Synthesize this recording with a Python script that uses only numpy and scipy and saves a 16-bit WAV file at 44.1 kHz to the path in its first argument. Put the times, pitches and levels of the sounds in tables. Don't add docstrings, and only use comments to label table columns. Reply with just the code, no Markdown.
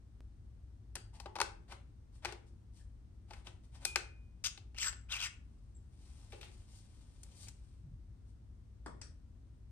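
import sys
import numpy as np
from scipy import signal
from scipy.fft import rfft, irfft, next_fast_len
from scipy.io import wavfile

SR = 44100
rng = np.random.default_rng(int(sys.argv[2]) if len(sys.argv) > 2 else 0)


def bounce(signal):
    frames = np.transpose(np.atleast_2d(signal))
    limited = np.clip(frames, -1, 1)
    pcm = np.round(limited * 32767).astype(np.int16)
    wavfile.write(sys.argv[1], SR, pcm)


N = 428211


def amp(db):
    return 10 ** (np.asarray(db) / 20)


def unit(x):
    return x / np.sqrt(np.mean(x ** 2) + 1e-24)


def read(points, hz):
    f, value = np.transpose(points)
    return np.interp(np.log(hz + 1), np.log(f + 1), value)


def add(mix, s, sound):
    part = mix[..., max(round(s * SR), 0):][..., :sound.shape[-1]]
    part += sound[..., :part.shape[-1]]


def colour(x, gain_at):
    n = x.shape[-1]
    size = next_fast_len(n + 2048)
    f = np.fft.rfftfreq(size, 1 / SR)
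    return irfft(rfft(x, size) * gain_at(f), size)[..., :n]


def wander(n, rate):
    return unit(colour(rng.standard_normal(n), lambda f: np.exp(-(f / rate) ** 2)))


def pan(db):
    left = amp(db)
    return np.array([[left], [1]]) * np.sqrt(2 / (1 + left ** 2))


# f/Hz, coherence
COHERENCE = [(60, .98), (130, 0.8), (290, .7), (640, 0), (15000, 0)]
# f/Hz, spectral level/dB
NOISE_SPECTRUM = [(15, -33), (30, -14), (42, -3), (62, -2), (82, -7), (108, -7), (150, -19.5), (220, -20.5),
                  (320, -27), (480, -36.5), (1000, -42.5), (2500, -51), (9000, -54), (15000, -65.5)]
NOISE_DB = -54
# f/Hz, level/dB (rms, before the balance of the ports)
HUM_TONES = [(59.7, -59), (100, -67)]


def room_noise(left_db=2.5):
    def shared(f):
        return np.clip(read(COHERENCE, f), -1, 1)

    def independent(f):
        return np.sqrt(1 - shared(f) ** 2)

    a, b = rng.standard_normal((2, N))
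    pair = np.array([a, colour(a, shared) + colour(b, independent)])
    noise = amp(NOISE_DB) * unit(colour(pair, lambda f: amp(read(NOISE_SPECTRUM, f))))
    t = np.arange(N) / SR
    hum = np.zeros(N)
    for hz, db in HUM_TONES:
        phase = 2 * np.pi * hz * t + 0.28 * wander(N, 0.64)
        hum += amp(db) * np.sqrt(2) * np.sin(phase)
    return (noise + hum) * pan(left_db)


# t/s, peak level/dB
FIRST_TICK = (.2063, -45.5)


def tick():
    s, db = FIRST_TICK
    out = np.zeros(N)
    add(out, s, amp(db) * np.exp(-np.arange(2 ** 6) / 22.0))
    return out


# f/Hz, relative level/dB, t60/s
BODY_MODES = [(352.8, -10, 0.26), (418, -14.5, 0.21), (558.2, -5, .035), (810, -5, 0.064),
              (894, -3.5, 0.03), (962, -11, 0.033), (1250, -1, 0.011), (1490, 0, .025), (1574, -3, 0.014),
              (2230, -10, 0.022), (2600, -1, 0.028), (4360, -5, 0.045), (5610, -3, 0.021), (7850, -3, 0.01),
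              (9780, 2, 0.026)]
BAND_EDGES = [250, 650, 1200, 3000, 7000, 14000]
BAND_SHARES = [-14.5, -11.5, -9, -6.5, -14]
FIRM_DB, DECAY_MS, HALVING_DB, HALVING_DB_PER_OCTAVE = -40, 3.7, 20.5, 12
PART_OCTAVES = 0.38


def click(level_db, tilt_db, part_hz, part_db, crack_db=14, rise_share=0.23, grip=0.022,
          low_hz=280, high_hz=11000):
    size = 8192
    t, f = np.arange(size) / SR, np.fft.rfftfreq(size, 1 / SR)
    halvings = (level_db - FIRM_DB) / HALVING_DB + tilt_db / HALVING_DB_PER_OCTAVE
    decay_s = DECAY_MS / 2 ** halvings / 1000

    detune = 1 + grip * rng.standard_normal(len(BODY_MODES))
    ring = np.zeros(size)
    for k, (hz, db, t60) in enumerate(BODY_MODES):
        ring += (-1) ** k * amp(db - 60 * t / t60) * np.sin(2 * np.pi * hz * detune[k] * t)
    crack = amp(crack_db) * rng.standard_normal(size) * np.exp(-t / decay_s)
    onset = 1 - np.exp(-t / (rise_share * decay_s))
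    blow = rfft((ring + crack) * onset)

    radiated = 1 / np.hypot(1, (low_hz / (f + 20)) ** 3) / np.hypot(1, (f / high_hz) ** 6)
    edges, power = np.array(BAND_EDGES), abs(blow * radiated) ** 2
    have = np.array([power[(f > a) & (f < b)].sum() for a, b in zip(edges, edges[1:])])
    centres = np.sqrt(edges[1:] * edges[:-1])
    average_db = read(np.c_[centres, BAND_SHARES - 10 * np.log10(have)], f)
    octaves = np.log2(np.maximum(f, edges[0]) / part_hz)
    contact_db = tilt_db * octaves + part_db * np.exp(-0.5 * (octaves / PART_OCTAVES) ** 2)

    log_gain = np.log(radiated * amp(average_db + contact_db))
    mirrored = np.r_[log_gain, log_gain[-2:0:-1]]
    causal = np.exp(np.conj(signal.hilbert(mirrored)))[:len(f)]
    fade = np.cos(np.pi / 2 * np.arange(size) / size) ** 2
    sound = irfft(blow * causal) * fade
    return amp(level_db) * np.sqrt(SR / 100) * sound / np.linalg.norm(sound)


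# f/Hz, t60/s
REVERBERATION = [(250, 0.78), (700, 0.37), (1700, 0.37), (4500, 0.28), (9000, 0.28), (14000, 0.083)]


def room(x, first_s=0.002, build_s=0.0012):
    f, t, z = signal.stft(rng.standard_normal((2, SR * 3 // 4)), SR, nperseg=256)
    decay = amp(-60 * t / read(REVERBERATION, f)[:, None])
    tail = signal.istft(z * decay, SR, nperseg=256)[1]
    tail *= np.clip((np.arange(tail.shape[1]) / SR - first_s) / build_s, 0, 1)
    return signal.fftconvolve(x[None], tail / np.linalg.norm(tail[0]), axes=1)[:, :N]


def direct_and_echo(version, left_db, room_db, count=3):
    direct = pan(left_db) * version()
    echo = sum(room(version()) for _ in range(count)) / np.sqrt(count)
    return direct, amp(room_db) * echo


def blows(rows, part_db, left_db, room_db):
    def version():
        out = np.zeros(N)
        for s, *contact in rows:
            add(out, s, click(*contact, part_db))
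        return out
    return direct_and_echo(version, left_db, room_db)


# t/s, level/dB, brightness/(dB per
# octave), f/Hz of the part struck
LENS_CLICKS = [(0.9541, -39.5, 1, 9200), (0.9635, -48.5, -1, 1680), (1.1994, -47.5, 2, 900),
               (1.2577, -41, -4.5, 850), (1.3543, -42, -1.5, 950), (1.3622, -40, -2, 870),
               (1.3857, -41.5, -2.5, 900), (1.4017, -30, 0, 950), (1.4142, -28, 1, 1200),
               (1.6995, -62, -2, 800), (1.7212, -48, -1, 1200), (2.2477, -36.5, 0.1, 904),
               (2.2539, -36.5, -1, 1970), (2.3227, -46, -0.5, 400), (3.3067, -49, -2, 950),
               (3.333, -51.5, -0.4, 2000), (3.4688, -49, -1.5, 3200), (3.8497, -37, 10.5, 5000),
               (3.8518, -28.5, 3, 9500), (3.9584, -26.5, 1.5, 1830), (4.4395, -41.5, 6.5, 5830),
               (4.5746, -52, -1, 3500), (4.745, -60, -1.5, 2600), (4.7834, -43, 3.5, 5000),
               (4.926, -51.5, 0.5, 2000), (7.2322, -51.5, 6, 8520), (7.47, -61.5, -2, 2530),
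               (7.4835, -48.5, 3.5, 7850)]
# t/s, f/Hz, level/dB, t60/s
METAL_RINGS = [(.955, 4517, -65, .35), (.955, 4720, -61, .4), (1.259, 830, -44, .07),
               (1.258, 867, -56, 0.35), (1.415, 404, -50, 0.28), (1.402, 905, -42, .14),
               (2.254, 855, -51, 0.22), (3.96, 1464, -52, .16), (3.853, 2456, -42, .68)]


def lens_and_body(ring_left_db=3, ring_room_db=-13):
    direct, echo = blows(LENS_CLICKS, part_db=9, left_db=5.0, room_db=-10.0)
    ring, t = np.zeros(N), np.arange(SR) / SR
    for s, hz, db, t60 in METAL_RINGS:
        add(ring, s, amp(db - 60 * t / t60) * np.sin(2 * np.pi * hz * t))
    return direct + pan(ring_left_db) * ring, echo + room(amp(ring_room_db) * ring)


def resonate(x, hz, width):
    turn, r = np.exp(2j * np.pi * np.cumsum(hz) / SR), np.exp(-np.pi * width / SR)
    return (turn * signal.lfilter([(1 - r) ** 2], [1, -2 * r, r * r], x / turn)).real


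# start t/s, end t/s, f/Hz, level/dB before the mix
RIM_SQUEALS = [(1.129, 1.25, 866, -70), (2.794, 2.812, 1730, -72), (4.783, 4.81, 4960, -56),
               (4.8, 4.889, 7670, -39.5), (4.84, 4.9, 7660, -54), (5.248, 5.262, 7600, -48),
               (5.744, 5.776, 7610, -69.5)]


def metal_rim(ring_t60=0.09):
    out, t = np.zeros(N), np.arange(SR // 4) / SR
    for start, end, hz, db in RIM_SQUEALS:
        rise = np.minimum(t / 0.0044, 1)
        swell = rise * amp(db - 60 * np.maximum(t - (end - start), 0) / ring_t60)
        tone = resonate(rng.standard_normal(len(t)), np.full(len(t), hz), width=170)
        add(out, start, swell * unit(tone))
    return out


def slips(n, per_s, spread_db):
    size = amp(spread_db * np.minimum(rng.exponential(1, n), 4))
    occurs = rng.random(n) < per_s / SR
    return unit(size * rng.standard_normal(n) * occurs)


def stroke(rows, grain, pivot_hz):
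    s, level_db, bright_db = np.transpose(rows)
    t = s[0] + np.arange(len(grain)) / SR
    low = colour(grain, lambda f: 1 / (1 + (f / pivot_hz) ** 4))
    high, lift = grain - low, amp(np.interp(t, s, bright_db))
    power = np.mean(low ** 2) + 2 * lift * np.mean(low * high) + lift ** 2 * np.mean(high ** 2)
    return amp(np.interp(t, s, level_db)) * (low + lift * high) / np.sqrt(power)


# f/Hz, relative level/dB
COTTON_COLOUR = [(150, -19.5), (430, -1.5), (720, 2.5), (1600, -4.5), (3000, -1.5), (6000, -3.5),
                 (9000, -0.5), (12000, -14), (15000, -34.5)]


def cloth(rows, grain_db, flutter_db):
    n = max(int((rows[-1][0] - rows[0][0]) * SR), 2 ** 8)
    fibres = slips(n, per_s=7700, spread_db=grain_db) * amp(flutter_db * wander(n, 55))
    return stroke(rows, colour(fibres, lambda f: amp(read(COTTON_COLOUR, f))), pivot_hz=3400)


# peak t/s, length/s, level/dB, brightness/dB
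SHORT_RUBS = [(1.156, 0.046, -61, -3), (1.717, 0.073, -55, -10.5), (2.162, 0.075, -70.5, -0.5),
              (2.279, 0.11, -50.5, -15.5), (2.482, 0.039, -72, 7), (2.785, 0.12, -68.5, 9),
              (3.35, .14, -61.5, -8.5), (3.472, 0.051, -56, -7), (3.648, .04, -71.5, 1),
              (3.754, 0.072, -62.5, -4.5), (3.834, 0.071, -58.5, -5), (6.76, 0.15, -64, 17),
              (7.249, 0.018, -75, -10), (7.322, 0.045, -64.5, 2), (7.424, 0.16, -57, 13),
              (8.293, 0.082, -78.5, 8)]
# t/s, relative level/dB
SLEEVE_SLIDE = [(5.45, -89.5), (5.86, -92.5), (6.04, -72.5), (6.2, -73), (6.28, -74), (6.73, -74.5),
                (6.88, -78), (7.09, -78), (7.37, -76.5), (7.79, -87), (7.85, -95)]
RUB_RISE = 0.55
SLEEVE_GAIN_DB, SLEEVE_BRIGHT_DB = 3, 2.5


def gloves(fade_db=13):
    out = np.zeros(N)
    for peak, length, db, bright in SHORT_RUBS:
        start = peak - RUB_RISE * length
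        rows = [(start, db - fade_db, bright), (peak, db, bright), (start + length, db - fade_db, bright)]
        sound = cloth(rows, grain_db=0.0, flutter_db=2.0)
        add(out, start, sound * signal.windows.tukey(len(sound), 0.2))
    slide = [(s, db + SLEEVE_GAIN_DB, SLEEVE_BRIGHT_DB) for s, db in SLEEVE_SLIDE]
    add(out, slide[0][0], cloth(slide, grain_db=2, flutter_db=2.2))
    return out


TWIST_RISE_DB, TWIST_SAG_DB, TWIST_STOP_DB_PER_S, TWIST_STOP_S = 24.5, 3.5, 1100, 0.028


def push(t, start, peak, end):
    before = np.clip((peak - t) / max(peak - start, 1 / SR), 0, 1)
    after = np.clip((t - peak) / max(end - peak, 1 / SR), 0, 1)
    stop_db = TWIST_STOP_DB_PER_S * np.maximum(t - end, 0)
    return -TWIST_RISE_DB * before ** 2 - TWIST_SAG_DB * after - stop_db


# f/Hz, relative level/dB
THREAD_COLOUR = [(200, -37), (600, -10.5), (1000, -2.5), (1600, -3.5), (2600, 7), (4000, 0.5), (6000, 2),
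                 (9000, -3.5), (10500, -20), (12000, -10), (15000, -26.5)]
# f/Hz, width/Hz, level/dB over the scrape
CAP_MODES = [(1450, 210, 8.5), (3220, 44, -8), (5010, 75, 2.5), (5930, 210, -11), (7980, 75, -4),
             (11530, 390, -8), (14600, 180, 17.5)]
# start t/s, peak t/s, end t/s, level/dB, brightness/dB, first chatter f/Hz, last chatter f/Hz
CAP_PUSHES = [(4.442, 4.445, 4.472, -32, 13, 6080, 6150), (4.761, 4.839, 4.893, -37, 11, 2700, 1600),
              (5.087, 5.132, 5.175, -38.5, 1, 3540, 2330), (5.165, 5.241, 5.269, -36.5, 4.5, 2950, 2000)]
BRIGHT_PER_DB, CHATTER_DB, CHATTER_PER_DB = 0.6, -2, -0.42
CHATTER_LAG_S, CHATTER_GLIDE_S = 0.0046, 0.0136
CHATTER_JITTER, CHATTER_JITTER_HZ = 0.11, 87.5


def cap_thread(grit_db=1.5, grit_hz=190):
    def cap_gain(f):
        modes = sum(amp(db) / (1 + 2j * (f - hz) / width) for hz, width, db in CAP_MODES)
        return amp(read(THREAD_COLOUR, f)) * (1 + modes)

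    out = np.zeros(N)
    for start, peak, end, db, bright, first_hz, last_hz in CAP_PUSHES:
        t = np.arange(start, end + TWIST_STOP_S, 1 / SR)
        effort_db = push(t, start, peak, end)
        level_db, bright_db = db + effort_db, bright + BRIGHT_PER_DB * effort_db
        drive = slips(len(t), per_s=5000, spread_db=1.5) * amp(grit_db * wander(len(t), grit_hz))
        scrape = stroke(np.c_[t, level_db, bright_db], colour(drive, cap_gain), pivot_hz=3200)

        glide = (1 + np.tanh((t - peak - CHATTER_LAG_S) / CHATTER_GLIDE_S)) / 2
        jitter = 1 + CHATTER_JITTER * wander(len(t), CHATTER_JITTER_HZ)
        hz = (first_hz + (last_hz - first_hz) * glide) * jitter
        chatter = amp(level_db) * unit(resonate(drive, hz, width=700))
        share = amp(CHATTER_DB + CHATTER_PER_DB * bright_db)
        add(out, start, (scrape + share * chatter) / np.hypot(1, share))
    return out


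# t/s, level/dB, brightness/(dB per octave), f/Hz of the part struck
CAP_LANDING = [(6.3211, -54.5, 1.5, 2470), (6.328, -50, -2.5, 448), (6.411, -52.5, 3, 2800),
               (6.429, -51.5, -0.5, 2800), (6.446, -65, 9, 3200)]


def cap_set_down():
    return blows(CAP_LANDING, part_db=10.5, left_db=3.5, room_db=-2.5)


# t/s, f/Hz, level/dB before the mix, length/s
SOFT_BUMPS = [(7.8, 148.7, -48.5, 0.17), (7.882, 106.5, -46.5, .14), (9.064, 94.6, -49.5, 0.14)]


def bumps():
    out = np.zeros(N)
    for s, hz, db, length in SOFT_BUMPS:
        n = int(length * SR)
        phase = 2 * np.pi * np.cumsum(hz * (1 + 0.158 * wander(n, 40))) / SR
        add(out, s, amp(db) * np.hanning(n) * np.sin(phase))
    return out


# t/s, level/dB over 10 ms, decay/ms
BUTTON_SNAPS = [(8.86, -44.5, 6), (9.014, -49, 3.6)]
# f/Hz, relative level/dB
SNAP_COLOURS = [
    [(120, -8), (300, -1.5), (600, -5.5), (1000, -4), (1750, -11), (2300, -22), (2800, -31), (3400, -23.5),
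     (4000, -31), (4900, -19), (6500, -32), (7700, -20.5), (10000, -30), (14000, -55)],
    [(150, -9), (600, -1.5), (1700, -3), (2600, -4.5), (4000, -6.5), (5000, 6), (5800, 6), (6800, -4),
     (7700, 4.5), (9300, -3.5), (11000, -27), (14000, -31)],
]


def button():
    t = np.arange(SR // 8) / SR

    def version():
        out = np.zeros(N)
        for (s, db, decay_ms), points in zip(BUTTON_SNAPS, SNAP_COLOURS):
            snap = colour(rng.standard_normal(len(t)), lambda f: amp(read(points, f)))
            snap *= np.exp(-t / (decay_ms / 1000)) * (1 - np.exp(-t / 0.0025))
            add(out, s, snap * amp(db) * np.sqrt(SR / 100) / np.linalg.norm(snap))
        return out
    return direct_and_echo(version, left_db=3, room_db=-1.5)


# f/Hz, level/dB
CASE_SHADING = [(200, -5), (500, -0.5), (1500, 0), (3000, 0.5), (5000, 12), (7500, 0.5), (9500, -4.5),
                (15000, -5)]


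def ports(x, lead_ms=0.092):
    def gains(f):
        left = amp(read(CASE_SHADING, f))
        right = np.exp(-2j * np.pi * f * lead_ms / 1000)
        return np.array([left, right]) * np.sqrt(2 / (1 + left ** 2))
    return colour(x, gains)


def scene():
    clicks, clicks_echo = lens_and_body()
    rim, cotton = metal_rim(), gloves()
    cap = cap_thread() + rim
    cap_down, cap_down_echo = cap_set_down()
    press, press_echo = button()
    direct = clicks + cap_down + press
    direct = direct + pan(db=3.5) * amp(0.5) * cap
    direct = direct + pan(db=4.0) * (cotton + bumps())
    echo = clicks_echo + cap_down_echo + press_echo
    echo = echo + room(amp(-10) * cap + amp(-2) * cotton)
    return ports(direct) + pan(db=4) * echo + room_noise() + tick()


# f/Hz, level/dB
MICROPHONE_COLOUR = [(6300, -1), (7000, -4), (8200, -1.5), (9400, 0.5), (10300, -15), (12000, -1.5),
                     (13500, -16), (15000, -8.5)]
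EDGE_HZ = 16000


def record(dry):
    heard = colour(dry, lambda f: amp(read(MICROPHONE_COLOUR, f)))
    low_pass = signal.firwin(511, EDGE_HZ, window=("kaiser", 9), fs=SR)
    return signal.oaconvolve(heard, low_pass[None], "same")


dry = scene()
out = record(dry)
bounce(out)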